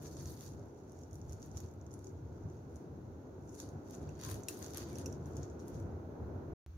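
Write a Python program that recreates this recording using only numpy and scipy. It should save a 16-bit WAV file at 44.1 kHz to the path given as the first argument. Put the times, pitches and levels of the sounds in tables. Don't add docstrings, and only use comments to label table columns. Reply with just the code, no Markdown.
import sys
import numpy as np
from scipy import signal
from scipy.fft import rfft, irfft, next_fast_len
from scipy.io import wavfile
from scipy.ndimage import uniform_filter1d

SR = 44100
rng = np.random.default_rng(int(sys.argv[2]) if len(sys.argv) > 2 else 0)


def ratio_of_db(decibels):
    return 10 ** (np.asarray(decibels, float) / 20)


def transcribe(signal):
    frames = np.atleast_2d(signal).T
    limited = np.clip(frames, -1, 1)
    pcm = np.round(limited * 32767).astype(np.int16)
    wavfile.write(sys.argv[1], SR, pcm)


N = 298554
TIME = np.arange(N) / SR
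CUT_S, RESUME_S = 6.5361, 6.6627

# (time [s], turn to left port [dB], pressure on film [dB], contact with food [dB])
HAND = [(0, 2, -4, -2.5), (.3, 3, -0.5, -8), (.42, 3.5, 0, -2.5), (.5, 3, -2, -6), (.9, 4, -9.5, -3),
        (1.6, 5, -4, -1), (2.0, 0, -9.5, -4), (2.8, 0, -5, -6), (3.4, -2, -18, -5), (3.62, 2, -0.5, -6),
        (3.95, 3, -5.5, 0.5), (4.15, 0, 0, -1), (4.23, 12, 1.5, -1), (4.3, 21, 1, -0.5),
        (4.45, 2, -2, -0.5), (4.65, 9, 0.5, -1.5), (4.8, 5.5, 1, -1), (5.1, 0, -5.5, 2),
        (5.9, 7, -4.5, 1.5)]
# (peak time [s], level [dB], build-up
# [s per 10 dB], crisp top [dB], very top re top [dB])
CRUMPLES = [(.02, -66, -1.1, -0.5, 2), (.075, -65.5, 0.1, -5, -2), (.2, -68.5, .1, -3, -13),
            (.3, -63.5, 0.18, -0.5, -1), (.432, -65.5, 0.13, -1.5, 1), (.49, -69, 0.1, -6.5, -2),
            (.93, -85, -2.5, -5, -2), (1.035, -76.5, 0.5, -8.5, -3), (1.149, -74, 0.05, -2.5, -2),
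            (1.319, -70.5, 0.06, -7, -2), (1.436, -69.5, 0.05, -5, -2.5), (1.595, -65.5, 0.07, -8, -1),
            (1.946, -79, .05, -5, -10), (2.057, -73, 0.14, -6.5, -6), (2.556, -80.5, .5, -11, -2),
            (2.762, -75, 0.07, -4, -4), (3.555, -75, 0.1, 0, -8), (3.495, -73, .05, -9, -3),
            (3.615, -64, 0.05, -2.5, -7), (3.935, -67, 0.06, -3.5, -2), (4.03, -75, 0.2, -10, -6),
            (4.08, -74.5, 0.1, -15, -0.5), (4.195, -63.5, 0.004, -8, -3), (4.242, -61, 0.0251, -7, -5),
            (4.31, -59, 0.07, -5, -2), (4.35, -71.5, 0.11, -5.5, -1), (4.492, -59.5, -0.02, 0, 0),
            (4.56, -70, 0.07, 2.5, -1.5), (4.65, -65.5, 0.14, -1.5, 0.5), (4.8, -60.5, 0.09, -3.5, -1),
            (4.88, -66, 0.04, -4, -5), (4.93, -66.5, 0.03, -2, -4), (5.002, -66.5, 0.18, -3, -8),
            (5.074, -73, -0.2, -4, 0),
            (5.14, -72.5, 0.67, -10, -4),
    (5.262, -75, .005, 3, 1),
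    (5.32, -84, 0.1, 2, -4),
    (5.388, -70.5, 0.14, -7, -1),
    (5.435, -70.5, 0.07, -14, -2),
    (5.6, -73.5, -0.1, -6, -3),
    (5.686, -75, 0.04, 4, 1),
    (5.75, -71, 0.08, -8, -3),
]
# (time [s], peak [dB], crisp top [dB], very top re top [dB])
FINGER_SNAPS = [(.0144, -56, -12, -4), (.0204, -54, 3, -2), (.1496, -52, -10, -8), (0.168, -45, -8.5, -12),
                (0.1983, -49, -4, -10), (.223, -61, 5, 9), (.2573, -39.5, -20, -5), (0.303, -55, 8, 1),
                (.3755, -54, -9, -11), (0.4087, -41.5, -4.5, -4), (.4394, -56, 5, -3),
                (.4628, -46.5, -3, -2), (.49, -52, -8, -8), (0.535, -53, -15, -5), (.657, -68, 0, 2),
                (.7462, -63, -18, -5), (.8784, -67, -7, -5), (0.896, -54, -13, -5), (.9197, -54, 3, -7),
                (0.9892, -54.5, -4, -5), (1.013, -58, -8, -3), (1.0353, -49, -19, -5), (1.111, -55, -7, -5),
                (1.1309, -50.5, -4.5, -2), (1.155, -48.5, -4, -5), (1.215, -49.5, -21, -5),
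                (1.2948, -48, -9, -5), (1.3234, -46, -6, -5), (1.3306, -45, -4, -5),
                (1.4278, -42.5, -13, -5), (1.4491, -59, -5, -2), (1.5147, -50, -12, -10),
                (1.5545, -57, -18, -5), (1.5634, -51, -6, -12), (1.5715, -37, -12, -3),
                (1.5767, -42, -7, -4), (1.587, -56, 3.5, -3), (1.6027, -46, 0.5, -0.5),
                (1.6605, -56.5, -15, -5), (1.688, -55, -14.5, -12), (1.713, -60, -1, -2),
                (1.813, -54, -22, -5), (1.865, -51, -14, -3), (1.909, -54, -20, -5),
                (1.9153, -51.5, -11, 1), (1.93, -58, 6, -14), (1.939, -46, 4, -17), (1.9912, -54, 0, -8),
                (2.044, -47, -8.5, -6), (2.0696, -44, -19, -10)]
# (time [s], peak [dB], crisp top [dB], very top re top [dB],
# left minus right [dB])
GRIP_SNAPS = [(3.4762, -58, -15, -5, 1), (3.4932, -47.5, -15, -3, 1), (3.5445, -47, -12, 1, -2),
              (3.55, -49.5, 5, -10, 4), (3.5912, -46, -1, -8, 1), (3.601, -34.5, -6, -6, -6),
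              (3.6895, -49, -3, -8, 6), (3.88, -70, -2, -8, 1), (3.9346, -52, -8, -4, 1),
              (3.95, -44.5, -6, -12, 4), (3.908, -46, -3.5, 3, 6), (4.0145, -62, 4, -14, -1),
              (4.028, -60, 3, -12, 1), (4.154, -53, -17, -8, 7), (4.213, -47, 5, -7, 14),
              (4.1976, -57, -2, -3, 5), (4.236, -38, -4, -1, 2), (4.2491, -35, -3, -2, 3.5),
              (4.26, -45, -3, -5, -1), (4.3, -43, 5, -3, 5), (4.313, -39, 6, -4, 13),
              (4.317, -44.5, 8, -3, 9), (4.343, -43, 4, -3, 7), (4.527, -48, 0, -6, 1),
              (4.548, -50, -2, -6, 1), (4.5902, -53, 12, -10, 10), (4.626, -39, -14, -2, 18),
              (4.644, -42.5, -18, -8, -21), (4.663, -41.5, -5, -8, -14), (4.706, -46, -1, -3, -7),
              (4.7355, -40.5, -6, -1, 7), (4.746, -40, 2, -5, -4), (4.7723, -38.5, 7, -3, 18),
              (4.781, -38.5, -1, -3, -20), (4.838, -50, -21, -7, 7), (4.871, -52, -18, -5, -7),
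              (4.8985, -48, -4, -10, 1), (4.9302, -48, -3, -3, -1), (4.9849, -39, 2, -6, -3),
              (4.994, -49, -10, -8, -10)]
# (time [s], peak [dB], crisp top [dB], very top re top [dB])
SETTLE_SNAPS = [(2.122, -70, 1, 1), (2.4364, -62, -15, -5), (2.5, -57, -11, -5), (2.7587, -52, -1, -5),
                (2.766, -55, -6, -8), (5.065, -42, -3, -5), (4.572, -50, -1, -3), (4.192, -54, -1, -3),
                (4.356, -49, -9, -6), (4.682, -47, -12, -6), (4.6, -49, -12, -3), (4.7, -50, -6, -6),
                (3.899, -51, -16, -4), (3.667, -65, 6, -12), (0.52, -54, -10, -6), (0.34, -54, -1, -4),
                (.595, -58, -4, -10), (1.4195, -48, -8, -3), (1.143, -58, 5, -10), (1.738, -63, 3, -3),
                (1.461, -62, 3, 5), (.931, -57, -15, -5), (.42, -50, -4, -4), (.392, -53, -2, -3),
                (2.093, -58, -10, -8), (5.2578, -49, -15, 0), (5.5, -62, 1, -2), (5.1, -51, -10, -8),
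                (5.3345, -56, -6, -8), (5.355, -60, -1, -2), (5.368, -41, -7, -3), (5.388, -56, -8, -8),
                (5.431, -41.5, -20, -2), (5.4, -60, -10, -3), (5.5, -53, -14, -2), (5.5938, -54, -6, -4),
                (5.5999, -49, -17, -8), (5.8, -52, -4, 3), (5.6814, -49, 6, -5), (5.736, -59, -2, -10),
                (5.7441, -54, 1, -5), (5.786, -65, -3, -10), (5.8256, -61, -5, -1)]
# (frequency [Hz], density [dB per Hz])
FILM_SPECTRUM = [(700, -24), (1050, -10), (1600, -12.5), (2000, -19), (3000, -18.5), (3900, -18),
                 (5100, -8.5), (5500, -2), (6900, 2.5), (7300, -11), (9500, -2), (12500, -9),
                 (15600, -17.5), (16100, -48.5)]
ZONE_EDGES_HZ = (3680, 4640, 7500, 12140)

# (time [s], peak [dB], left minus right [dB], low ping [dB], pitch ratio [1])
HARD_TICKS = [
    (4.4843, -24, 3.5, -4.5, 1),
]
SOFT_TICKS = [
    (4.0905, -48, -7, -5, 1.07),
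    (4.434, -39, -4, -30, 1.09),
    (4.9546, -38.5, -8, -15, 1.01),
    (5.0591, -30.5, -5, -13, 1.01),
    (5.1257, -41, -8, -28, 1.02),
]
# (frequency [Hz], level [dB], T60 [s])
BLADE_MODES = [(4050, -8, .015), (5650, -2, .016), (6869, -2, .02), (7924, -5, .018), (9534, -5, .03),
               (11070, -5, .03), (11290, -9, .03), (12300, -6, .006), (13270, -15, .06), (14800, -8, .012)]
HANDLE_MODES = [(5600, 0, .012), (5950, -2, .02), (6400, -2, .01), (6850, -4, .012), (9700, -11, .006),
                (11500, -14, .008)]
PING_MODES = [(2640, -7, .04), (2725, -11, .03)]
# (start [s], length [s], frequency [Hz], level [dB])
SQUEAKS = [
    (4.905, .05, 2350, -66),
    (4.24, .09, 1070, -56),
    (4.29, .07, 315, -48),
    (2.04, .07, 395, -51),
]

# (time [s], air rush [dB])
FAN_EFFORT = [
    (0.0, -53.5),
    (.8, -55),
    (1.3, -55),
    (2.3, -55),
    (3.3, -52.5),
    (4.3, -50),
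    (5.8, -49),
    (6.53, -49),
]
# (peak time [s], rumble [dB], build-up [s per 10 dB])
SURGES = [(.31, -45.5, 0.5), (.6, -43, 0.2), (1.33, -46, 0.24), (1.65, -45, 0.5), (1.95, -54, -1.5),
          (2.33, -49.5, 1.25), (2.441, -39, -0.6), (2.75, -49, 1.6), (3.09, -47, 0.52), (3.5, -47.5, 0.4),
          (3.761, -47.5, 0.24), (4.07, -41, 0.13), (4.36, -41, 0.17), (4.82, -42.5, -0.36),
          (5.1, -46, 0.58), (5.4, -43.5, .5), (5.65, -50.5, 0.1), (5.87, -40.5, 0.1), (6.0, -46, 0.6),
          (6.199, -41, -0.22), (6.37, -48.5, 1), (6.53, -42, 0.46)]
# (frequency [Hz], density [dB per Hz])
RUMBLE_SPECTRUM = [(12, -63), (22, -44), (34, -38), (56, -11), (81, 2.5), (96, 2), (119, -6.5), (146, -0.5),
                   (173, -14), (190, -11), (250, -39), (420, -120)]
RUSH_SPECTRUM = [(100, -24), (170, -8), (256, -3), (333, -2.5), (374, -3), (508, -10), (942, -18.5),
                 (1160, -25.5), (1450, -23.5), (1780, -35), (2600, -47.5), (3380, -73), (5720, -120)]
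HISS_SPECTRUM = [(1180, -29.5), (2000, -5.5), (2760, -7.5), (2970, -9), (3760, -8.5), (4060, -7),
                 (5150, -11.5), (5620, -7), (6690, -4.5), (7050, -15), (7240, -18), (7970, -22),
                 (12800, -14.5), (15200, -14), (16200, -23)]
LATER_SPECTRUM = [(20, -51), (40, -29), (60, -1), (80, -1), (110, -23.5), (150, -10.5), (200, -31),
                  (300, -21.5), (450, -30.5), (670, -39), (1000, -37), (1600, -41), (2500, -75),
                  (3200, -90.5)]
# (frequency [Hz], left-right likeness [1])
LIKENESS = [(60, 1), (130, 0.96), (290, 0.95), (640, 0.49), (1410, -0.13), (3100, 0.1), (6820, 0.14),
            (15000, 0.13)]
# (frequency [Hz], left minus right [dB])
LEAN = [(60, -1), (110, 0.5), (200, 3.5), (380, 0), (700, -1), (1290, -3.5), (2380, 0), (4400, 1),
        (8120, 3), (15000, -0.5)]


def rustle(per_s=1800, scatter_db=5.5, biggest_db=15):
    fall_s_per_10db = 0.066
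    resting_db, resting_top_db, still_s = -87, -15.5, 5.9
    s, db, build_s, top_db, tilt_db = np.transpose(CRUMPLES)
    power = swells(s, db, build_s, fall_s_per_10db)
    rest = ratio_of_db(resting_db - 60 * np.clip(TIME - still_s, 0, 1)) ** 2
    total = spread(power.sum(axis=0)) + rest
    top_db = (spread(top_db @ power) + resting_top_db * rest) / total
    tilt_db = spread(tilt_db @ power) / total
    db = 10 * np.log10(total)

    hand_s, *hand = np.transpose(HAND)
    top_pan_db, body_db, deep_db = (np.interp(TIME, hand_s, c) for c in hand)
    pan_db = -0.5 - 0.088 * top_pan_db
    levels_db = [body_db + deep_db, body_db - 3.0, 0, top_db - 3.0, top_db + tilt_db - 2.5]
    pans_db = [pan_db, pan_db, pan_db, top_pan_db, top_pan_db]
    flurry = ratio_of_db(2.2 * walk(60))
    out = 0
    for h, rel_db, lean_db in zip(zones(), levels_db, pans_db):
        chance = rng.random((40000, 2))
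        s = np.cumsum(-np.log(chance[:, 0])) / per_s
        keep = s < TIME[-1]
        size = ratio_of_db(np.minimum(-scatter_db * np.log(chance[keep, 1]), biggest_db))
        train = clicks(s[keep], [size, size], .0006, paths=2)
        out = out + unit(ring(train, h[None]) * flurry) * sides(db + rel_db + 1.5, lean_db)
    return out


def snaps():
    finger_pan_db, settle_pan_db = -10, 7
    rows = [(*r, finger_pan_db) for r in FINGER_SNAPS]
    rows += [tuple(r) for r in GRIP_SNAPS]
    rows += [(*r, settle_pan_db) for r in SETTLE_SNAPS]
    s, db, top_db, tilt_db, pan_db = np.transpose(sorted(rows))
    gain = sides(db, .5 * pan_db)
    train = clicks(s, gain, .0011, paths=7, fade=.55)
    crisp = clicks(s, gain, .0006, paths=9, fade=.78)
    pressure_db = np.interp(s, *np.transpose(HAND)[::2])
    body_db = -10 + 0.9 * pressure_db + 0.24 * top_db
    at = np.searchsorted(s * SR, np.arange(N) + .5).clip(1) - 1
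    levels_db = [body_db + 0.7, body_db + 1.5, 0 * db - 0.6, top_db - 4.0, top_db + tilt_db - 4.0]
    trains = [train, train, train, crisp, crisp]
    return sum(ring(x * ratio_of_db(rel_db[at]), h[None]) for h, rel_db, x in zip(zones(), levels_db, trains))


def zones():
    hz = np.linspace(0, SR / 2, 513)
    below = [0] + [1 / (1 + (hz / edge) ** 24) for edge in ZONE_EDGES_HZ] + [1]
    film_db = colour(FILM_SPECTRUM, hz)
    return [causal(film_db + 10 * np.log10(b - a + 1e-5)) for a, b in zip(below, below[1:])]


def clicks(s, gain, spread_s, paths=3, fade=.7):
    out = np.zeros((2, N + 2000))
    chance = rng.random((len(s), 2, paths, 2))
    for ch in range(2):
        for k in range(paths):
            delay = chance[:, ch, k, 0] * spread_s * SR * (k + .2)
            at = (s * SR + delay).astype(int)
            sign = np.sign(chance[:, ch, k, 1] - .5)
            np.add.at(out[ch], at, gain[ch] * sign * fade ** k)
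    return out[:, :N]


def ticks(events, modes, trim_db, crack_db, low_hz, top_hz):
    crack_t60_s = 0.022
    s, db, pan_db, ping_db, pitch = np.transpose(events)
    touch = np.abs(clicks(s, sides(db, pan_db), .0001, paths=1))
    t = TIME[:SR // 20]
    shared, left, right = rng.standard_normal((3, len(t)))
    band = signal.butter(3, [low_hz, top_hz], "band", fs=SR, output="sos")
    crack = signal.sosfilt(band, [shared + 0.39 * left, shared + 0.47 * right])
    crack = crack * ratio_of_db(crack_db) * 1000 ** (-t / crack_t60_s) * np.clip(t / 0.00074, 0, 1)
    push = np.abs(clicks(s, sides(db + trim_db + ping_db + 4.0, pan_db), 0.00044, paths=1))
    rung = 0
    for at, ratio in zip(s, pitch):
        one = touch * (np.abs(TIME - at) < .01)
        rung = rung + ring(one, bell(modes * np.array([ratio, 1, 1]), 0.00093))
    return ratio_of_db(trim_db) * rung + ring(touch, crack) + ring(push, bell(PING_MODES, 0.0017))


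def bell(modes, rise_s):
    t = TIME[:SR // 8]
    rise = np.sin(np.pi / 2 * np.clip(t / rise_s, 0, 1)) ** 2
    tones = sum(ratio_of_db(db) * np.sin(2 * np.pi * hz * t) * 1000 ** (-t / t60) for hz, db, t60 in modes)
    return tones[None] * rise


def squeaks():
    out = 0
    for s, length, hz, db in SQUEAKS:
        swell = np.sin(np.pi * np.clip((TIME - s) / length, 0, 1))
        phase = 2 * np.pi * np.cumsum(hz * (1 + .04 * walk(120))) / SR
        port_phase = np.array([[0], [hz / 600]])
        out = out + ratio_of_db(db + 3 * walk(90)) * swell * np.sin(phase + port_phase)
    return out


def kitchen(x):
    t60_s, tail_db = 0.11, -6
    t = TIME[:SR // 2]
    tail = rng.standard_normal((2, len(t))) * 1000 ** (-t / t60_s) * np.clip(t / 0.00043, 0, 1)
    return x + ring(x, unit(tail) / np.sqrt(len(t)) * ratio_of_db(tail_db))


def fan():
    fall_s_per_10db, lull_db = 0.065, -4
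    rush_follows = 0.18
    rush_db = np.interp(TIME, *np.transpose(FAN_EFFORT))
    surge = spread(swells(*np.transpose(SURGES), fall_s_per_10db).sum(axis=0))
    rumble_db = 10 * np.log10(surge + ratio_of_db(rush_db + lull_db) ** 2)
    rumble = air(RUMBLE_SPECTRUM) * ratio_of_db(rumble_db - 1.5 + 1.6 * walk(19))
    rush_db = rush_db + rush_follows * (rumble_db - rush_db)
    return rumble + air(RUSH_SPECTRUM) * ratio_of_db(rush_db + 0.29 + 0.98 * walk(10))


def microphone_hiss():
    return air(HISS_SPECTRUM, 0) * ratio_of_db(-79 + 0.33 * TIME)


def later_kitchen():
    step = ratio_of_db(-52) * np.exp(-np.abs(TIME - RESUME_S) / .004)
    return air(LATER_SPECTRUM) * ratio_of_db(-51) + step


def air(table, alike=1):
    size = next_fast_len(N)
    hz = np.arange(size // 2 + 1) * SR / size
    mid, side = rfft(rng.standard_normal((2, size)))
    c = np.clip(alike * colour(LIKENESS, hz), -.9, .975)
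    sign = np.array([[1], [-1]])
    both = np.sqrt(1 + c) * mid + sign * np.sqrt(1 - c) * side
    port_db = colour(table, hz) + sign * colour(LEAN, hz) / 2
    return unit(irfft(both * ratio_of_db(port_db), size)[:, :N])


def swells(s, db, build_s, fall_s):
    late = TIME[::64] - s[:, None]
    build_s = np.maximum(build_s, .002)[:, None]
    return ratio_of_db(db[:, None] - 10 * np.maximum(late / fall_s, -late / build_s)) ** 2


def spread(v):
    return np.interp(TIME, TIME[::64], v)


def walk(rate_hz):
    k = int(SR / rate_hz)
    held = np.repeat(rng.standard_normal(N // 100), k)[:N]
    return uniform_filter1d(uniform_filter1d(held, k), k)


def colour(table, hz):
    f, v = np.transpose(table)
    return np.interp(np.log(np.maximum(hz, 1)), np.log(f), v)


def causal(db):
    size = 2 * (len(db) - 1)
    cep = irfft(db * np.log(10) / 20)
    cep[1:size // 2] *= 2
    h = irfft(np.exp(rfft(cep[:size // 2 + 1], size)))
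    return h / np.abs(signal.hilbert(h)).max()


def ring(x, h):
    return signal.oaconvolve(x, h, axes=-1)[..., :N]


def sides(db, pan_db):
    return ratio_of_db(np.array([db + pan_db / 2, db - pan_db / 2]))


def unit(x):
    return x / np.sqrt(np.mean(x ** 2))


def scene():
    knife = ticks(HARD_TICKS, BLADE_MODES, -9.5, -11, 2800, 18000)
    knife = knife + ticks(SOFT_TICKS, HANDLE_MODES, -4.5, -16.5, 5300, 13000) + squeaks()
    hiss = microphone_hiss()
    first = fan() + kitchen(rustle() + snaps() + knife) + hiss
    second = later_kitchen() + hiss * ratio_of_db(-0.5)
    return first * np.clip((CUT_S - TIME) * 500, 0, 1) + second * (TIME > RESUME_S)


def top_cut(x):
    return signal.sosfilt(signal.butter(12, 16650, fs=SR, output="sos"), x)


def record(dry):
    low_pass = signal.ellip(8, .2, 40, 15900, fs=SR, output="sos")
    mix = signal.sosfilt(low_pass, dry)
    return top_cut(mix)


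dry = scene()
out = record(dry)
transcribe(out)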